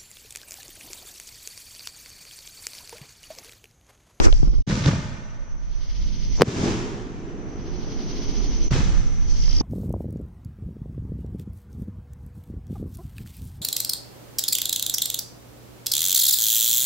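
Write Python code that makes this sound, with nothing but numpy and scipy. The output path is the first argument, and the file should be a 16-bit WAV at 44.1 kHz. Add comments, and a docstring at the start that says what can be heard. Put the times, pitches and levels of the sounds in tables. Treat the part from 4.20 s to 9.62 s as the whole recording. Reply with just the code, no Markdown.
"""Small fireworks at night

Two launches thump and one shell cracks overhead over an open lot: damped pressure swings, two-lobed pulses, crackle.
Each returns from the trees as a swelling, rolling echo made of shaped noise. Noise bands form the distant
insects and a nearer hissing one; sagging tones form a cricket's trills at the start and the end.
A breeze rumbles on the ports of a hand-held microphone, jostled mostly at first by rubs and knocks.
The recorder's gain control ducks at each shot and slowly lets the night back in."""
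import sys
import numpy as np
from scipy import signal
from scipy.fft import rfft, irfft, next_fast_len
from scipy.io import wavfile
from scipy.ndimage import uniform_filter1d, minimum_filter1d

SR = 44100
rng = np.random.default_rng(int(sys.argv[2]) if len(sys.argv) > 2 else 0)


def wav_record(signal):
    """Record a signal, one row per channel, as 16-bit PCM in the file named by sys.argv[1]."""
    frames = np.transpose(np.atleast_2d(signal))
    bounded = np.clip(frames, -1, 1)
    # unit amplitude maps onto the largest positive 16-bit level
    quanta = np.round(bounded * 32767).astype(np.int16)
    wavfile.write(sys.argv[1], SR, quanta)


N = 238889
TIME = np.arange(N) / SR

# Breeze on the ports, and a far rumble that gathers before the burst: start_s, level_db
BREEZE_LEVEL = [(0, -16.5), (.12, -11.5), (.22, -12), (.27, -15.5), (.4, -11.5), (.5, -38), (1, -32.5),
                (1.12, -27), (1.38, -23), (1.5, -21), (1.62, -24.5), (1.88, -24), (1.97, -32.5),
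                (2.13, -27), (2.3, -43), (2.45, -23), (3, -31), (3.75, -33), (4, -38), (4.45, -32),
                (4.65, -26), (5.42, -25.5)]
RUMBLE_LEVEL = [(1, -59), (1.35, -41.5), (1.5, -55.5), (1.74, -56), (1.8, -53), (1.88, -43), (1.95, -45.5),
                (2.12, -47), (2.5, -70)]
# Spectra of wind, rumble and the hush of the night: frequency_hz, relative density_db (per Hz)
WIND_COLOUR = [(12, -7.5), (28, -2.5), (42, 1.5), (60, -15.5), (85, -22), (150, -33), (250, -40),
               (450, -52), (1000, -56), (3000, -90)]
RUMBLE_COLOUR = [(50, -11), (110, 2.5), (180, 0), (300, -9.5), (450, -20), (900, -37), (3000, -65)]
NIGHT_COLOUR = [(40, 7.5), (150, -10), (260, -7), (450, -8.5), (900, -29), (1500, -38), (2500, -16.5),
                (5000, -65), (9000, -41.5), (16000, -86)]
# Swells of the insect chorus, and bouts of the nearer insect: start_s, length_s, level_db
CHORUS_WAVES = [(-.3, 0.057, -45.5), (1.385, 0.42, -52.5), (3.244, 0.74, -55), (4.99, 0.24, -52.5)]
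BUZZ_BOUTS = [(-.1, 0.3, -46.5), (2.118, 0.1, -52), (5.058, 0.4, -50)]
# Spectra of the chorus, far crickets and nearer insect: frequency_hz, relative density_db (per Hz)
CHORUS_COLOUR = [(1000, -27), (1700, -11), (2150, -1), (2450, -8.5), (3100, 2), (3800, -3), (4700, 2.5),
                 (5600, 1), (6400, -6), (7000, -23), (8300, -37), (9700, -24), (13000, -28), (16000, -38)]
CRICKET_COLOUR = [(4500, -49), (5500, -7), (5850, 8), (6150, 6.5), (6400, -0.5), (6800, -31), (8500, -69)]
BUZZ_COLOUR = [(3500, -23), (4600, -4.5), (5300, -4), (6050, 5), (6500, -11), (7500, -20), (9000, -35),
               (13000, -50), (16000, -66)]
# The hand slides on the case: middle_s, half_length_s, rub_db, swish_db
HAND_RUBS = [(0.004, 0.022, -5.5, -34.5), (0.049, 0.019, -19, -23), (0.073, 0.023, -5.5, -40),
             (0.15, 0.087, -40, -42), (0.27, 0.028, -29, -58.5), (0.342, 0.0076, -18.5, -57)]
# Finger knocks on the case: start_s, level_db, pitch_hz, clack_db, tick_db, left_minus_right_db,
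# far_port_share (-1 to 1, negative pushes the ports opposite ways)
FINGER_KNOCKS = [(.001, -2.5, 230, -16.5, -12.5, -2.5, -0.71), (0.066, -6, 90, -12.5, -25, -11, -0.55),
                 (0.127, -1.5, 24.3, -20, -14, 5, 0.86), (0.199, -18, 109, -42.5, -56, 10, 0.8),
                 (0.2293, -3, 370, -27, -58, -2.5, -0.4), (0.2318, 1.5, 114, -45, -60, 4.5, -0.78),
                 (0.252, -10, 176, -44, -53, -2, -0.4), (0.274, -5, 191, -49, -62, 0, -0.5),
                 (0.277, -4, 32.2, -48, -60, 6, 0.15), (0.286, -14, 340, -50, -58, 0, -0.89),
                 (0.333, -18, 202, -37, -57, 6, -0.23), (0.387, -1, 57.4, -39, -44, 1.5, -0.56),
                 (1.792, -40, 230, -56, -65, -6, -0.96), (1.97, -32, 218, -60, -68, -6, -0.88),
                 (2.135, -32, 230, -57, -63, 0, -0.77), (5.279, -45, 200, -42, -36, -8, -0.5),
                 (5.409, -20.5, 280, -29.5, -49, -14, 0.36)]
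# Spectra of rub and swish: frequency_hz, relative density_db (per Hz)
RUB_COLOUR = [(40, 17), (90, 7.5), (180, -6.5), (330, 4.5), (520, -4.5), (700, -11), (950, -10.5),
              (1300, -8.5), (1800, -24), (2300, -23), (3200, -39), (8000, -71)]
SWISH_COLOUR = [(800, 5.5), (2000, 6.5), (3800, -5), (5800, 5.5), (7500, -2.5), (10000, -19), (13000, -27),
                (16000, -43)]
# Trills of the near cricket: start_s, length_s, first_rate_hz, last_rate_hz (wing strokes),
# first_level_db, last_level_db
CRICKET_TRILLS = [(.097, .315, 61.5, 55.5, -36.5, -43), (5.204, .21, 55.2, 55.2, -42, -34)]
# Echoes that swell, fade and roll on: start_s, swell_s, boom_db, roar_db, boom_fade_db_per_s, roar_fade_db_per_s,
# roll_below_peak_db, roll_fade_db_per_s, dulling_db_per_s, ground_bounce (0 to 1), bounce_lag_s, grain_db, lumps_db
LAUNCH_ECHO_ROWS = [(0.464, 0.037, -18.5, -28, 38, 21, 29, 13.5, 49, 0.38, 0.0033, 1.5, 0.2),
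                    (0.645, 0.013, -18, -28, 61, 58.5, 17.5, 40, -1, 1, 0.0033, 1.5, 0.6),
                    (4.502, 0.035, -30, -38, 44, 43.5, 17.5, 0.5, 24, 0.25, 0.00236, 1, 0.74)]
BURST_ECHO_ROWS = [(2.229, 0.064, -21, -29, 77, 26, 75, 60, 49, 0.14, 0.003, 0.8, 0.13),
                   (2.3, 0.16, -13, -23, 72, 43.4, 7.97, 14.83, 20.4, 0.033, 0.00334, 0.92, 0.2)]
# Spectra of the echoes' low boom and higher roar: frequency_hz, relative density_db (per Hz)
LAUNCH_BOOM_COLOUR = [(40, -12.5), (85, 2.5), (135, 2), (200, -3.5), (300, -11.5), (390, -20), (520, -20),
                      (750, -58), (1500, -86)]
LAUNCH_ROAR_COLOUR = [(250, -17), (400, -1), (600, 1.5), (790, 0), (950, 1), (1400, 0.5), (2100, -2),
                      (2800, -4), (3400, -3.5), (4400, -5.5), (5900, -4), (7200, -8.5), (8500, -20),
                      (10500, -31.5), (13000, -40), (16000, -50)]
BURST_BOOM_COLOUR = [(40, -14.5), (90, -3.5), (140, -4), (220, -2.5), (300, -3), (410, -5), (540, -18),
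                     (800, -17.5), (1500, -74)]
BURST_ROAR_COLOUR = [(250, -30), (500, -1.5), (680, -7), (950, 2.5), (1400, -1), (2250, -3.5), (2900, -4),
                     (3400, -5.5), (4400, -7), (5900, -5), (7200, -8.5), (8500, -21), (10500, -31),
                     (13000, -37.5), (16000, -48)]
# Low bodies of the reports: start_s, level_db, pitch_hz
REPORT_THUMPS = [(0.475, -10.5, 178), (0.497, -11, 302), (0.502, -8.5, 186), (.527, -7.5, 172),
                 (0.577, -9, 153), (0.621, -14, 140), (0.665, -0.5, 133), (0.679, -4, 139),
                 (0.686, -2, 161), (0.734, -11, 190), (0.755, -8, 137), (0.784, -12, 141),
                 (2.1995, -24, 400), (2.204, -16, 200), (2.2105, -3, 170), (2.2114, -9, 440),
                 (2.2168, -5, 170), (2.2316, -1, 211), (2.2212, 5, 455), (2.279, -2.5, 126),
                 (2.432, -1, 198), (2.469, -23, 200.5), (4.5132, -22, 198), (4.5185, -14, 133),
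                 (4.553, -25.5, 360), (4.561, -23, 374), (4.586, -14.5, 118), (4.682, -22, 150)]
# Ragged clumps of crackle in the launches and the burst: middle_s, level_db, length_s, centre_hz
CRACKLE_CLUMPS = [(0.499, -30, 0.004, 3500), (0.51, -34, 0.003, 1840), (0.52, -29.5, 0.0075, 900),
                  (0.574, -37, 0.0023, 1300), (0.599, -36, 0.0027, 2100), (0.644, -28, 0.0058, 2800),
                  (0.6607, -17.5, 0.002, 2330), (0.661, -19.5, 0.0025, 543), (0.68, -27, 0.0072, 3200),
                  (0.688, -20.5, 0.0073, 546), (0.689, -26, 0.0075, 1900), (0.714, -27.5, 0.0062, 1210),
                  (0.734, -25, 0.0024, 686), (0.754, -33, 0.0037, 500), (2.212, -26, 0.0011, 4000),
                  (2.2137, -25, 0.0027, 700), (2.2158, -30, 0.0019, 1500), (2.2172, -15, 0.0007, 1000),
                  (4.521, -44, 0.013, 1600), (4.542, -41.5, 0.013, 2620), (4.559, -46, 0.003, 900),
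                  (4.608, -45, 0.017, 1700), (4.662, -50, 0.022, 1500), (4.754, -50.5, 0.035, 1494)]
# Sharp cracks, with fainter, evenly spaced clicks leading into and following the loudest: middle_s, level_db,
# lobe_s, top_edge_hz
CRACK_ROWS = [(0.502, -34, 0.00078, 3500), (0.661, -13.5, 0.0017, 3490), (0.694, -27, 0.00014, 5000),
              (0.712, -22, 0.00024, 6100), (2.1775, -43, 0.0005, 2500), (2.188, -35, 0.0011, 1200),
              (2.199, -34, 0.0009, 3000), (2.2101, -9.5, 0.0008, 3000), (2.2308, -11, 0.0009, 1900),
              (2.22, 10, 0.00074, 7250), (2.2226, -17, 0.0006, 6000), (4.5625, -31, 0.00061, 3000)]
# Spectra of the hollow clumps and of the puffs around the cracks: frequency_hz, relative density_db (per Hz)
CLUMP_COLOUR = [(300, -4), (580, 8), (790, -6), (980, 5), (1250, 2), (1700, 3.5), (2150, 0), (2750, -4),
                (3400, -3.5), (4400, -5), (5900, -1), (9000, -21), (16000, -52)]
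PUFF_COLOUR = [(100, -26), (450, 16), (1000, -0.5), (1800, -12.5), (3800, -7), (6000, -12), (8500, -29),
               (13000, -32), (16000, -59)]
# Stereo width of echoes, open air and handling: frequency_hz, side_minus_mid_db
ECHO_SPREAD = [(60, -14), (110, -20), (200, -20.5), (380, -13.5), (700, -2), (1300, 0), (4400, -5),
               (8000, 2.5)]
AIR_SPREAD = [(55, 8.5), (110, 1.5), (200, -10), (700, 1), (2400, -6.5), (8000, -0.5)]
HAND_SPREAD = [(100, 11.2), (1200, 10.8), (4000, 0.38)]
# Brief dips of the level: start_s, end_s, level_db
LEVEL_DIPS = [(0.424, 0.468, -43), (4.484, 4.508, -13)]


def from_db(db):
    """Level is logarithmic: decibels become an amplitude ratio."""
    return 10 ** (np.asarray(db) / 20)


def rms_one(x):
    """Normalisation: the mean square becomes one."""
    return x / np.sqrt(np.mean(x ** 2) + 1e-20)


def in_time(rows):
    """Linear interpolation: each column of a curve at every sample."""
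    s, *columns = np.transpose(rows)
    return [np.interp(TIME, s, column) for column in columns]


def at_hz(points, hz):
    """Linear interpolation of a spectrum along a logarithmic frequency axis."""
    frequency, value = np.transpose(points)
    return np.interp(np.log(hz + 1), np.log(frequency), value)


def cut(x, hz, kind, order=2):
    """Butterworth filtering: a low-pass or high-pass with a flat passband."""
    sos = signal.butter(order, min(hz, SR / 2 - 1), kind, fs=SR, output="sos")
    return signal.sosfilt(sos, x + 1e-18)


def pan(db):
    """Level difference between the ears: left and right gains, positive towards the left."""
    return from_db(np.array([[db], [-db]]) / 2)


def drift(rate_hz):
    """Random fluctuation: chance values joined by lines, rate_hz of them a second, scaled to unit power."""
    return rms_one(np.interp(TIME * rate_hz, np.arange(N), rng.standard_normal(N)))


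def noise(spectrum, width, grain_db=None):
    """Spectral shaping: coloured mid and side noise; grain gathers it into uneven millisecond packets."""
    size = next_fast_len(N)
    hz = np.arange(size // 2 + 1) * SR / size
    white = rng.standard_normal((2, N))
    if grain_db is not None:
        white = white * from_db(grain_db * drift(900))
    mid, side = rfft(white, size)
    spread = from_db(at_hz(width, hz))
    both = (mid + side * spread * [[1], [-1]]) / np.sqrt(1 + spread ** 2)
    coloured = both * from_db(at_hz(spectrum, hz))
    return rms_one(irfft(coloured, size)[:, :N])


def evened(x, window_s):
    """Power equalisation: irons out a noise's chance swells so that it follows the envelope it is given."""
    size = int(window_s * SR) + 1
    power = np.mean(x ** 2, axis=0)
    for _ in range(2):
        power = uniform_filter1d(power, size=size)
    return x / np.sqrt(power + 1e-6)


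def bouts(rows, rise_s, fall_s):
    """Superposed envelopes: each bout rises linearly, holds, then decays exponentially."""
    level = 0
    for s, length, db in rows:
        rise = np.clip((TIME - s) / rise_s, 0, 1)
        fall = np.exp(-np.maximum(TIME - s - length, 0) / fall_s)
        level = level + from_db(db) * rise * fall
    return level


def thud(s, hz, cycles):
    """Damped oscillation: a heavily damped swing of pressure, decaying over the given cycles."""
    phase = np.clip((TIME - s) * hz, 0, 20)
    return np.sin(2 * np.pi * phase) * np.exp(-phase / cycles)


def air(night_db=-53, wind_pan_db=-5, gust_db=1.0, waver_db=0.5):
    """Turbulence as noise: lumpy wind on the ports, a far wavering rumble and the faint hush of the night."""
    breeze_db, = in_time(BREEZE_LEVEL)
    rumble_db, = in_time(RUMBLE_LEVEL)
    gusts = from_db(breeze_db + gust_db * drift(8.1))
    wind = gusts * evened(noise(WIND_COLOUR, AIR_SPREAD), window_s=0.09) * pan(wind_pan_db)
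    rumble = from_db(rumble_db + waver_db * drift(18)) * noise(RUMBLE_COLOUR, ECHO_SPREAD)
    return wind + rumble + from_db(night_db) * noise(NIGHT_COLOUR, AIR_SPREAD)


def insects(throb_hz=11, throb_db=2.5, flicker_hz=55):
    """Incoherent summation: a distant chorus swells and throbs as noise; far crickets blur into a narrow band."""
    lull = from_db(-69)  # chorus between waves
    level = lull + bouts(CHORUS_WAVES, rise_s=0.3, fall_s=0.57)
    throb = throb_db * np.sin(2 * np.pi * throb_hz * TIME + 3.4 * drift(3.58))
    chorus = level * from_db(throb) * noise(CHORUS_COLOUR, AIR_SPREAD)
    # The far crickets follow only a small share of the chorus's swell
    crickets = from_db(-56.5 + 1.7 * drift(flicker_hz)) * (level / lull) ** 0.06
    return chorus + crickets * noise(CRICKET_COLOUR, AIR_SPREAD)


def near_buzz(flutter_db=2.5):
    """Amplitude modulation: a nearer insect's noise band hisses in short, fluttering bouts."""
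    level = bouts(BUZZ_BOUTS, rise_s=0.061, fall_s=0.035)
    return level * from_db(flutter_db * drift(120)) * noise(BUZZ_COLOUR, AIR_SPREAD)


def contact(force, low_hz, high_hz):
    """Rough contact: the force modulates noise, heard through one band of the case."""
    rough = force * rng.standard_normal((2, N)) * np.sqrt(SR / 2 / high_hz)
    return cut(cut(rough, high_hz, "low", order=5), low_hz, "high", order=1)


def handling(tick_s=0.00078, clack_s=0.002):
    """Friction and impact: a hand rubs and knocks the case, mostly pushing its two ports opposite ways."""
    rub = swish = 0
    for s, half_length, rub_db, swish_db in HAND_RUBS:
        slide = np.exp(-((TIME - s) / half_length) ** 2)
        rub = rub + from_db(rub_db) * slide
        swish = swish + from_db(swish_db) * slide
    out = rub * noise(RUB_COLOUR, HAND_SPREAD, grain_db=4.5)
    out = out + swish * noise(SWISH_COLOUR, HAND_SPREAD, grain_db=2.0)
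    clacks = ticks = 0
    for s, db, hz, clack_db, tick_db, pan_db, far_port in FINGER_KNOCKS:
        age = np.clip(TIME - s, 0, .1)
        sides = pan(pan_db) * (age > 0)
        push = np.array([[-1], [-np.clip(far_port, -1, 1)]])
        out = out + sides * from_db(db) * thud(s, hz, cycles=0.72) * push
        clacks = clacks + sides * from_db(clack_db) * np.exp(-age / clack_s)
        ticks = ticks + sides * from_db(tick_db) * np.exp(-age / tick_s)
    out = out + contact(clacks, low_hz=248, high_hz=960)
    return out + contact(ticks, low_hz=1390, high_hz=4700)


def wing_strokes(uneven_db=-2.0):
    """Stridulation: each trill is a run of strokes that grows or fades, and may slow; rows of (s, dB)."""
    rows = []
    for s, length, first_rate, last_rate, first_db, last_db in CRICKET_TRILLS:
        age = 0
        while age < length:
            db = np.interp(age, [0, length], [first_db, last_db])
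            rows.append((s + age, db + uneven_db * rng.standard_normal()))
            age += 1 / np.interp(age, [0, length], [first_rate, last_rate])
    return rows


def near_cricket(pitch_hz=5130, fall_hz=720, half_s=0.007, port_phase=2.2, rasp=0.011):
    """Frequency modulation: a rasping tone sags as the wing slows and reaches the two ports out of step."""
    out = np.zeros((2, N))
    waver = 1 + rasp * drift(2800)
    for s, db in wing_strokes():
        detune, start = rng.standard_normal(2)
        near = np.abs(TIME - s) < half_s
        stroke = (TIME[near] - s) / half_s  # -1 to 1
        hz = (pitch_hz + 50 * detune - fall_hz * stroke) * waver[near]
        phase = 2 * np.pi * np.cumsum(hz) / SR + start
        tone = np.sin(phase + np.array([[port_phase], [0]]))
        out[:, near] += from_db(db) * np.cos(np.pi / 2 * stroke) ** 2 * tone
    return out * pan(1.4)


def ground_bounce(x, lag_s, strength):
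    """Interference: a dull copy off the ground, a moment later, combs the spectrum."""
    late = np.array([np.interp(TIME - lag_s, TIME, side) for side in x])
    dull = signal.sosfiltfilt(signal.butter(1, 3500, fs=SR, output="sos"), late)
    return rms_one(x + strength * dull)


def echo(boom_colour, roar_colour, row):
    """Diffuse reflection: countless returns from trees; later ones have come further and lost treble."""
    (s, swell_s, boom_db, roar_db, boom_fade, roar_fade, roll_db, roll_fade,
     dulling_db, bounce, bounce_s, grain_db, lumps_db) = row
    age = np.maximum(TIME - s, 0)
    past_peak = np.maximum(TIME - s - swell_s, 0)
    swell = np.minimum(age / swell_s, 1)
    roll = from_db(-roll_db - roll_fade * past_peak)
    boom = from_db(boom_db) * np.hypot(from_db(-boom_fade * past_peak), roll)
    roar = from_db(roar_db) * np.hypot(from_db(-roar_fade * past_peak), roll)
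    lumpy = noise(roar_colour, ECHO_SPREAD, grain_db) * from_db(lumps_db * drift(110))
    scatter = ground_bounce(lumpy, bounce_s, bounce)
    dull = signal.sosfiltfilt(signal.butter(2, 2400, fs=SR, output="sos"), scatter)
    treble = (scatter - dull) * from_db(-dulling_db * np.maximum(age - .2, 0))
    low = boom * evened(noise(boom_colour, ECHO_SPREAD), window_s=0.07)
    return swell * (low + roar * (dull + treble))


def thumps(low_hz=75):
    """Damped oscillation: brief low swings give each report its body."""
    body = sum(from_db(db) * thud(s, hz, cycles=0.78) for s, db, hz in REPORT_THUMPS)
    return cut(body, low_hz, "high")


def sputters(width_db=-4):
    """Band-limited noise: short clumps of coarse crackle, each strongest around its own pitch."""
    out = np.zeros((2, N))
    grit = noise(CLUMP_COLOUR, [(100, width_db), (8000, width_db)], grain_db=1.0)
    for s, db, length, hz in CRACKLE_CLUMPS:
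        near = np.abs(TIME - s) < .04
        clump = rms_one(cut(cut(grit[:, near], hz * 2, "low"), hz / 2, "high"))
        out[:, near] += from_db(db) * clump * np.exp(-((TIME[near] - s) / length) ** 2)
    return out


def cracks(sizzle_db=-17, sizzle_s=0.001, low_hz=110, crackle_db=-12, crackle_s=0.0024):
    """Two-lobed pulses: each crack jumps between two lobes, with a short ragged wake and a puff of crackle."""
    out, crackle = np.zeros((2, N)), np.zeros(N)
    for s, db, length, top_hz in CRACK_ROWS:
        near = np.abs(TIME - s) < .02
        age = TIME[near] - s
        lobe_s = np.where(age < 0, length / 2, length)
        pulse = -np.sign(age) * np.exp(-(age / lobe_s) ** 2)
        rough = from_db(sizzle_db) * rng.standard_normal((2, len(age)))
        wake = rough * (age > 0) * np.exp(-np.abs(age) / sizzle_s)
        out[:, near] += from_db(db) * cut(pulse + wake, top_hz, "low")
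        crackle[near] += from_db(db + crackle_db) * np.exp(-np.abs(age) / crackle_s)
    return cut(out, low_hz, "high") + crackle * noise(PUFF_COLOUR, ECHO_SPREAD, grain_db=0.0)


def scene():
    """Superposition: the shots, their echoes and the night around them add linearly."""
    night = air() + insects() + near_buzz() + near_cricket()
    launches = sum(echo(LAUNCH_BOOM_COLOUR, LAUNCH_ROAR_COLOUR, row) for row in LAUNCH_ECHO_ROWS)
    burst = sum(echo(BURST_BOOM_COLOUR, BURST_ROAR_COLOUR, row) for row in BURST_ECHO_ROWS)
    return night + handling() + launches + burst + thumps() + sputters() + cracks()


def gain_control(x, window_s=0.014, deaf_below_hz=100):
    """Dynamic compression, gain in dB: loud sounds push it down; it holds, then creeps back up."""
    quiet_gain_db, threshold_db, duck_share = 14.5, -37.5, 0.62  # share of the excess taken away
    hold_s, recovery_db_per_s = 0.7, 17
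    heard = cut(x, deaf_below_hz, "high", order=4)
    power = uniform_filter1d(np.mean(heard ** 2, axis=0), size=int(window_s * SR))
    level_db = 10 * np.log10(np.maximum(power, 1e-12))
    duck = duck_share * np.maximum(level_db - threshold_db, 0)
    hold = int(hold_s * SR)
    # Deepest duck within the hold time just past
    held = -minimum_filter1d(-duck, size=hold, origin=(hold - 1) // 2, mode="nearest")
    recovery = recovery_db_per_s * TIME
    return quiet_gain_db - (np.maximum.accumulate(held + recovery) - recovery)


def record(dry):
    """Compression, clipping and band limiting: shots duck the gain, the level dips briefly before the launches."""
    dip_db = sum(db * ((TIME > start) & (TIME < end)) for start, end, db in LEVEL_DIPS)
    gain = uniform_filter1d(from_db(gain_control(dry) + dip_db), size=180)
    overloaded = np.clip(dry * gain, -1, 1)
    top_cut = signal.ellip(10, .3, 80, 15100, fs=SR, output="sos")  # ripple dB, stopband dB, cutoff Hz
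    return signal.sosfilt(top_cut, overloaded)


dry = scene()
out = record(dry)
wav_record(out)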